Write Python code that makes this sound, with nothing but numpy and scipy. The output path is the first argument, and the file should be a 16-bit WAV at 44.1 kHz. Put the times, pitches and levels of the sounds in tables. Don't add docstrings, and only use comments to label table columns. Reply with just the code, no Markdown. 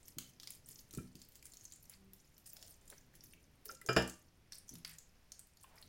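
import sys
import numpy as np
from scipy import signal
from scipy.fft import rfft, irfft, next_fast_len
from scipy.io import wavfile
from scipy.ndimage import map_coordinates

SR = 44100
rng = np.random.default_rng(int(sys.argv[2]) if len(sys.argv) > 2 else 0)


def store_wav(level_fs):
    pcm = np.round(np.clip(np.atleast_2d(level_fs), -1, 1) * 32767)
    wavfile.write(sys.argv[1], SR, pcm.T.astype(np.int16))


N = 259308
T = np.arange(SR // 2) / SR

# start_s, level_db, pitch_hz, width (share of the pitch)
FILM_SNAPS = [(0.0817, -38.5, 11500, 0.6), (0.185, -25.5, 5700, 0.78), (0.3993, -41.5, 3950, 0.43),
              (0.4326, -40.5, 4200, 0.68), (0.4733, -35, 4900, 0.56), (0.505, -31, 10260, 0.46),
              (0.5556, -46.5, 11400, 0.24), (0.6674, -51, 15100, 0.23), (0.6884, -36.5, 12200, 0.27),
              (0.701, -46.5, 6890, 0.12), (0.71, -40.5, 9300, 0.18), (0.7602, -58, 9100, 0.21),
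              (0.792, -47, 6750, 0.11), (0.9089, -42, 6460, 0.63), (0.9293, -43, 13900, 0.55),
              (0.9373, -37.5, 6790, 0.26), (0.9496, -36, 8140, 1), (0.9745, -40, 10500, 1),
              (1.1542, -43.5, 4900, 0.65), (1.217, -43, 4630, 0.81), (1.2875, -47, 14300, 0.16),
              (1.321, -48, 11700, 0.18), (1.3554, -41, 7660, 1), (1.4266, -45, 7000, 1),
              (1.4552, -38.5, 9400, 1), (1.466, -40, 8450, 0.35), (1.5206, -49, 7330, 0.12),
              (1.536, -40, 4450, 0.34), (1.542, -47, 13000, 0.25), (1.5525, -58, 6500, 0.45),
              (1.5965, -56, 6630, 0.54), (1.636, -50, 12000, 0.34), (1.5706, -40.5, 6800, 0.074),
              (1.6104, -43, 6400, 0.085), (1.6425, -45, 9500, 0.2), (1.6528, -39.5, 7000, 0.28),
              (1.7132, -51, 4500, 0.31), (1.7222, -40, 6550, 0.15), (1.7268, -43, 6960, 0.14),
              (1.7362, -47, 7300, 0.27), (1.7598, -47.5, 9800, 0.16), (1.8966, -37.5, 11230, 0.43),
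              (2.134, -41.5, 13400, 0.31), (2.3802, -43, 13060, 0.12), (2.463, -40, 8600, 0.27),
              (2.4742, -43, 10700, 0.19), (2.5326, -34, 14400, 0.14), (2.5676, -40.5, 5500, 1),
              (2.6265, -38.5, 5300, 0.41), (2.658, -54, 7330, 0.16), (2.6803, -44.5, 6700, 1),
              (2.878, -46, 8200, 0.18), (2.901, -38.5, 7500, 0.79), (3.1532, -46, 10600, 1),
              (3.2076, -49, 5700, 0.13), (3.239, -41, 12900, 0.26), (3.6559, -31, 15000, 0.34),
              (3.7509, -44, 7000, 0.25), (3.8143, -40.5, 10500, 0.72), (3.8625, -32, 6200, 0.085),
              (3.8742, -37.5, 6800, 0.2), (3.9303, -33.5, 6500, 0.21), (4.0229, -33, 6000, 0.47),
              (4.076, -33, 7400, 0.35), (4.097, -34.5, 6700, 0.3), (4.5225, -35, 5530, 0.22),
              (4.5316, -42, 4600, 0.16), (4.5533, -43.5, 7800, 0.25), (4.5835, -43.5, 9600, 0.22),
              (4.692, -35, 6400, 0.13), (4.7382, -41, 11530, 0.17), (4.754, -40.5, 5200, 0.94),
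              (4.784, -47.5, 11200, 0.23), (4.8484, -32, 4520, 0.26), (4.9105, -44.5, 11700, 0.28),
              (4.9852, -34.5, 7100, 0.15), (5.3197, -38.5, 6800, 0.42), (5.3196, -43.5, 4500, 0.058),
              (5.3936, -36.5, 8200, 0.12), (5.4705, -51, 13500, 0.29), (5.5712, -50.5, 4550, 0.61),
              (5.612, -54, 11000, 0.24), (5.6349, -43.5, 10460, 0.79), (5.7568, -53, 10300, 0.32),
              (5.8147, -47.5, 10400, 0.32), (5.826, -47, 4300, 0.27)]
# start_s, length_s, level_db
BRUSH_STROKES = [(0, 0.083, -70.5), (0.194, 0.1, -73.5), (0.407, 0.13, -70), (0.66, 0.13, -67.5),
                 (0.914, 0.14, -74), (1.148, 0.21, -73), (1.442, 0.3, -77.5), (1.825, 0.13, -75),
                 (2.129, .14, -83.5), (2.335, 0.025, -77), (2.456, 0.24, -69.5), (2.812, 0.19, -73),
                 (3.134, 0.23, -75.5), (3.645, 0.073, -67.5), (4.076, 0.028, -63.5), (4.517, 0.026, -70),
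                 (4.68, 0.047, -75), (4.846, 0.06, -65.5), (5.297, 0.49, -88), (5.605, 0.018, -75),
                 (5.759, 0.14, -77.5)]
# start_s, level_db, pitch_hz
AIR_PLOPS = [(0.186, -43.5, 3040), (1.426, -54, 2270), (2.925, -51, 1670), (3.139, -59.5, 1910),
             (3.335, -52, 2480), (3.656, -56.5, 2000), (4.52, -54.5, 1675), (4.848, -46.5, 1550),
             (4.849, -41.5, 2220), (4.85, -45, 4600), (5.643, -56, 2900), (5.778, -58, 1900)]
# start_s, level_db, push_pitch_hz, quiver_t60_s, counter_level_db
MEAT_THUDS = [(0.169, -42, 210, 0.2, -62), (0.692, -57, 150, 0.3, -76), (0.937, -46, 300, 0.2, -68),
              (0.9735, -32, 320, 0.32, -53), (1.150, -48, 290, 0.2, -67), (4.712, -50, 240, 0.2, -68),
              (4.735, -47, 250, 0.22, -66)]
# start_s, level_db, pitch_hz, t60_s
HANDLE_TAPS = [(0.938, -57, 1300, 0.042), (.984, -44, 1345, 0.046), (0.987, -59, 2390, 0.089),
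               (3.660, -52.5, 428, 0.1), (3.693, -39.5, 1371, 0.075), (3.693, -53, 2040, 0.0527),
               (3.732, -55, 528, .1), (3.815, -48, 2004, 0.056), (3.814, -53, 1330, 0.052),
               (5.641, -49.5, 1050, 0.048)]
# start_s, glass_level_db, counter_level_db, clatter_level_db
BOWL_KNOCKS = [(3.8878, -38.5, -39, -37.5), (3.9637, -39, -39, -25.5)]
# start_s, length_s,
# centre_hz, level_db, width (share of the pitch)
BRUSH_DRAGS = [(1.893, 0.074, 2300, -68, 0.69), (2.48, 0.28, 610, -74.5, 0.19),
               (2.907, 0.045, 510, -63.5, 0.49), (3.665, 0.092, 430, -62, 0.28),
               (3.835, 0.061, 418, -60, 0.21), (4.849, 0.13, 2020, -65.5, .5),
               (5.63, 0.24, 820, -69.5, 0.64)]
# time_s, level_db
MEAT_RUB = [(0, -73.5), (.8, -71.5), (1.6, -75.5), (2.4, -77.5), (3.2, -71.5), (4.7, -77), (5.198, -104.5),
            (5.88, -70.5)]
# start_s, length_s, pitch_hz, level_db, octave_level_db (relative to the hum)
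LOW_HUMS = [(1.933, 0.28, 193.3, -64, -10), (4.735, 0.087, 168, -57.5, -35), (4.8, 0.19, 159.4, -64, -24)]

# pitch_hz, tipped_db, dropped_db (relative levels), t60_s
GLASS_MODES = [(1306, 7, -10, .13), (1372, 1, -14, .1), (1446, 0, -12, .13), (1524, 0, 3, .12),
               (1585, 11, 11, .04), (1619, -3, 7, .2), (1690, -10, 0, .24), (1779, -14, 4, .23),
               (1862, -10, -7, .22), (1976, -20, -13, .25), (2396, 0, 2, .2), (2610, -26, -5, .19),
               (2755, -11, -8, .26), (2797, -18, 0, .26), (2848, -6, -12, .16), (2939, -16, -5, .27),
               (2996, -8, -12, .16), (3047, -14, -4, .25), (3110, -9, -14, .16), (3170, -18, -11, .3),
               (3325, -26, -9, .3), (3720, -30, -6, .2), (4872, -6, -12, .16), (4957, -3, -1, .2),
               (5103, -5, -1, .24), (5293, -26, -4, .24), (5377, -28, -6, .25), (7007, -22, -19, .24),
               (7302, -16, -12, .24), (10143, -24, -20, .25), (10603, -28, -12, .22)]
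# pitch_hz, tipped_db, dropped_db, thud_db (relative levels), t60_s
COUNTER_MODES = [(69, -22, 3, 1, .32), (92, -22, -4, -6, .25), (127, 3, 4, 6, .32), (187, -10, 6, 5, .33),
                 (250, -9, 3, 6, .4), (332, -4, 8, -1, .33), (378, 4, 1, -2, .22), (440, 6, 4, -8, .19),
                 (463, -8, 5, -10, .27), (505, -6, -2, -16, .25), (544, -5, -1, -22, .2),
                 (614, -14, 3, -15, .3), (672, 3, 5, -9, .12), (716, -20, -6, -36, .25),
                 (771, -22, -1, -38, .22), (797, -22, -7, -38, .28), (850, -22, -1, -40, .18),
                 (937, -22, -3, -36, .29), (1060, -16, -10, -44, .2), (1179, -22, -2, -44, .33)]

# pitch_hz, density_db (per Hz)
CLATTER_SPECTRUM = [(50, -31), (130, -5), (450, -1), (1000, -4), (1650, -3), (2150, -15.5), (3000, -10),
                    (4100, -25), (5100, -6.5), (6000, -26.5), (7400, -16.5), (9000, -42.5), (10500, -22),
                    (12000, -37), (16000, -30)]
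# pitch_hz, density_db (per Hz)
FLESH_SPECTRUM = [(30, -22), (70, -2), (150, -2), (330, -7), (450, -13), (700, -26), (1000, -32),
                  (2000, -32), (6000, -75)]
# pitch_hz, density_db (per Hz)
WET_SPECTRUM = [(100, -53.5), (300, -24), (700, -12), (1500, -7), (3200, -4), (4800, -1), (7000, 2),
                (9000, -.5), (11000, 1), (13000, -2), (16000, -1)]
# pitch_hz, density_db (per Hz)
AIR_SPECTRUM = [(25, 0), (45, -5), (70, -3), (150, -8), (270, -18), (600, -20), (1200, -25), (2300, -24),
                (3800, -29), (5500, -28), (8000, -36), (11000, -34), (16000, -40)]
# pitch_hz, t60_s
KITCHEN_DECAY = [(100, 0.35), (500, 0.28), (2000, 0.33), (6000, 0.28), (15000, 0.16)]

SNAP_T60_S, TICK_T60_S, FIZZ_T60_S = 0.0041, 0.0045, 0.18
CRACK_DB, CRACK_T60_S = 4, 0.0018
PRESS_S, LIFT_DB_PER_S = 0.00077, 241
SETTLE_DB = -89.5
THREADS_PER_S, CLUMP_DB, THREAD_SPREAD_DB = 150, 6.5, 5
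THREAD_DB, SMEAR_DB = 0.5, -6.5
PLOP_CYCLES = 48
DISH_HZ, DISH_DB, DISH_T60_S = 142, -7, 0.07
TOP_HZ = 16100


def snaps():
    out = np.zeros(N)
    for start_s, level_db, hz, width in FILM_SNAPS:
        cavity = sine(hz) * fade(SNAP_T60_S)
        tick = coloured(hiss(), WET_SPECTRUM)
        burst = amp(-4.5) * rasp(hz, width) + amp(-10) * tick
        crack = amp(CRACK_DB) * fade(CRACK_T60_S)
        fizz = amp(-30) * fade(FIZZ_T60_S)
        shape = crack + fade(TICK_T60_S) + fizz
        film = (amp(-2.5) * cavity + burst * shape) * onset(0.003)
        add(out, start_s, kitchen(amp(level_db + 1.5) * film, near_db=-1, room_db=-5.5))
    return out


def crackle():
    chance = THREADS_PER_S / SR * amp(CLUMP_DB * wobble(25))
    threads = np.zeros(N)
    for i in np.flatnonzero(rng.random(N) < chance):
        hz, cycles = rng.uniform([4500, 1], [15500, 4])
        size_db = THREAD_SPREAD_DB * min(rng.exponential(), 3)
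        add(threads, i / SR, amp(size_db) * pop(hz, cycles) / np.sqrt(cycles))
    smear = coloured(rng.standard_normal(N), WET_SPECTRUM) * amp(4.5 * wobble(60))
    sauce = amp(THREAD_DB) * unit(threads) + amp(SMEAR_DB) * smear
    return kitchen(pressure() * sauce, near_db=0.5, room_db=-9)


def pressure():
    t = np.arange(N) / SR
    effort = np.full(N, amp(SETTLE_DB))
    for start_s, length_s, level_db in BRUSH_STROKES:
        press = np.clip((t - start_s) / PRESS_S, 0, 1)
        lifted_s = np.maximum(t - start_s - length_s, 0)
        effort += press * amp(level_db - LIFT_DB_PER_S * lifted_s)
    return effort


def pop(hz, cycles):
    turns = hz * T[:SR // 100]
    return np.sin(2 * np.pi * turns) * np.exp(-turns / cycles) * (1 - np.exp(-turns))


def plops():
    out = np.zeros(N)
    for start_s, level_db, hz in AIR_PLOPS:
        pocket = amp(-2) * sine(hz) + amp(-1) * rasp(hz, width=0.2)
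        plop = amp(level_db) * pocket * fade(PLOP_CYCLES / hz) * onset(0.004)
        add(out, start_s, kitchen(plop, near_db=-12, room_db=-8))
    return out


def thuds():
    out = np.zeros(N)
    for start_s, level_db, hz, quiver_t60, counter_db in MEAT_THUDS:
        push = sine(hz) * fade(0.028)
        dish = amp(DISH_DB) * sine(DISH_HZ) * fade(DISH_T60_S)
        quiver = amp(-17) * coloured(hiss(), FLESH_SPECTRUM) * fade(quiver_t60)
        counter = amp(counter_db) * ring(struck(COUNTER_MODES, index=2), blur=0.13)
        add(out, start_s, (amp(level_db) * (push + dish + quiver) + counter) * onset(0.012))
    muffled = filtered(out, lambda f: 1 / (1 + (f / 850) ** 6))
    return kitchen(muffled, near_db=-20, room_db=-16)


def clinks():
    out = np.zeros(N)
    for start_s, level_db, hz, t60 in HANDLE_TAPS:
        note = amp(-2) * sine(hz) * fade(t60)
        rattle = amp(-8) * rasp(hz, width=0.2) * fade(0.03)
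        rim = amp(-32) * ring(struck(GLASS_MODES, index=1), blur=0.16)
        add(out, start_s, amp(level_db) * (note + rattle + rim) * onset(0.006))
    return kitchen(out, near_db=-22, room_db=-16)


def bowl():
    out = np.zeros(N)
    for blow, (start_s, glass_db, counter_db, clatter_db) in enumerate(BOWL_KNOCKS):
        glass = amp(glass_db) * ring(struck(GLASS_MODES, blow), blur=0.16)
        counter = amp(counter_db) * ring(struck(COUNTER_MODES, blow), blur=0.13)
        rattle = amp(-2) * fade(0.075) + amp(-9) * fade(0.28)
        clatter = amp(clatter_db) * coloured(hiss(), CLATTER_SPECTRUM) * rattle
        add(out, start_s, (glass + counter + clatter) * onset(0.003))
    return kitchen(out, near_db=-20, room_db=-16)


def drags():
    out = np.zeros(N)
    for start_s, length_s, hz, level_db, width in BRUSH_DRAGS:
        add(out, start_s, amp(level_db) * swell(length_s) * rasp(hz, width))
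    return out


def handling():
    level_db = np.interp(np.arange(N) / SR, *np.transpose(MEAT_RUB))
    rub = amp(level_db) * coloured(rng.standard_normal(N), FLESH_SPECTRUM)
    for start_s, length_s, hz, hum_db, octave_db in LOW_HUMS:
        hum = sine(hz) + amp(octave_db) * sine(2 * hz)
        add(rub, start_s, amp(hum_db) * swell(length_s) * hum)
    return rub


def room_tone():
    drift = amp(0.8 * wobble(5))
    return amp(-68) * drift * coloured(rng.standard_normal(N), AIR_SPECTRUM)


def kitchen(x, near_db, room_db):
    hz, t, z = signal.stft(hiss(), SR, nperseg=256)
    decay = np.exp(-np.log(1000) * t / along(KITCHEN_DECAY, hz)[:, None])
    tail = signal.istft(z * decay, SR, nperseg=256)[1][:len(T)]
    tail = tail * onset(0.13)
    near = hiss() * fade(0.029) * onset(0.0048)
    echoes = amp(near_db) * near / np.linalg.norm(near) + amp(room_db) * tail / np.linalg.norm(tail)
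    return x + signal.fftconvolve(x, echoes)[:len(x)]


def ring(modes, blur):
    out = np.zeros(len(T))
    for k, (hz, db, t60) in enumerate(modes):
        wander = blur * np.sqrt(hz / SR) * np.cumsum(hiss())
        out += (-1) ** k * amp(db) * fade(t60) * np.sin(2 * np.pi * hz * T + wander)
    return out


def struck(modes, index):
    return [(hz, levels[index], t60) for hz, *levels, t60 in modes]


def rasp(hz, width):
    return unit(filtered(hiss(), lambda f: 1 / (1 + (np.log((f + 1) / hz) / width) ** 2)))


def hiss():
    return rng.standard_normal(len(T))


def sine(hz):
    return np.sin(2 * np.pi * hz * T)


def fade(t60):
    return np.exp(-np.log(1000) * T / t60)


def onset(t60):
    return 1 - fade(t60)


def swell(length_s):
    return np.sin(np.pi * np.minimum(T / length_s, 1))


def wobble(rate):
    knots = rng.standard_normal(int(N * rate / SR) + 4)
    return map_coordinates(knots, [np.arange(N) * rate / SR])


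def coloured(x, spectrum):
    return unit(filtered(x, lambda hz: amp(along(spectrum, hz))))


def filtered(x, response):
    m = next_fast_len(len(x) + 8192)
    return irfft(rfft(x, m) * response(np.fft.rfftfreq(m, 1 / SR)), m)[:len(x)]


def along(points, hz):
    f, v = np.transpose(points)
    return np.interp(np.log(hz + 1), np.log(f), v)


def amp(db):
    return 10 ** (np.asarray(db) / 20)


def unit(x):
    return x / np.sqrt(np.mean(x ** 2) + 1e-20)


def add(track, start_s, sound):
    part = track[max(round(start_s * SR), 0):][:len(sound)]
    part += sound[:len(part)]


def scene():
    brush = snaps() + crackle() + plops() + clinks() + drags()
    meat_and_bowl = thuds() + bowl() + handling()
    return (brush + meat_and_bowl + room_tone())[None]


def record(dry):
    return np.array([filtered(channel, lambda hz: hz < TOP_HZ) for channel in dry])


dry = scene()
out = record(dry)
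store_wav(out)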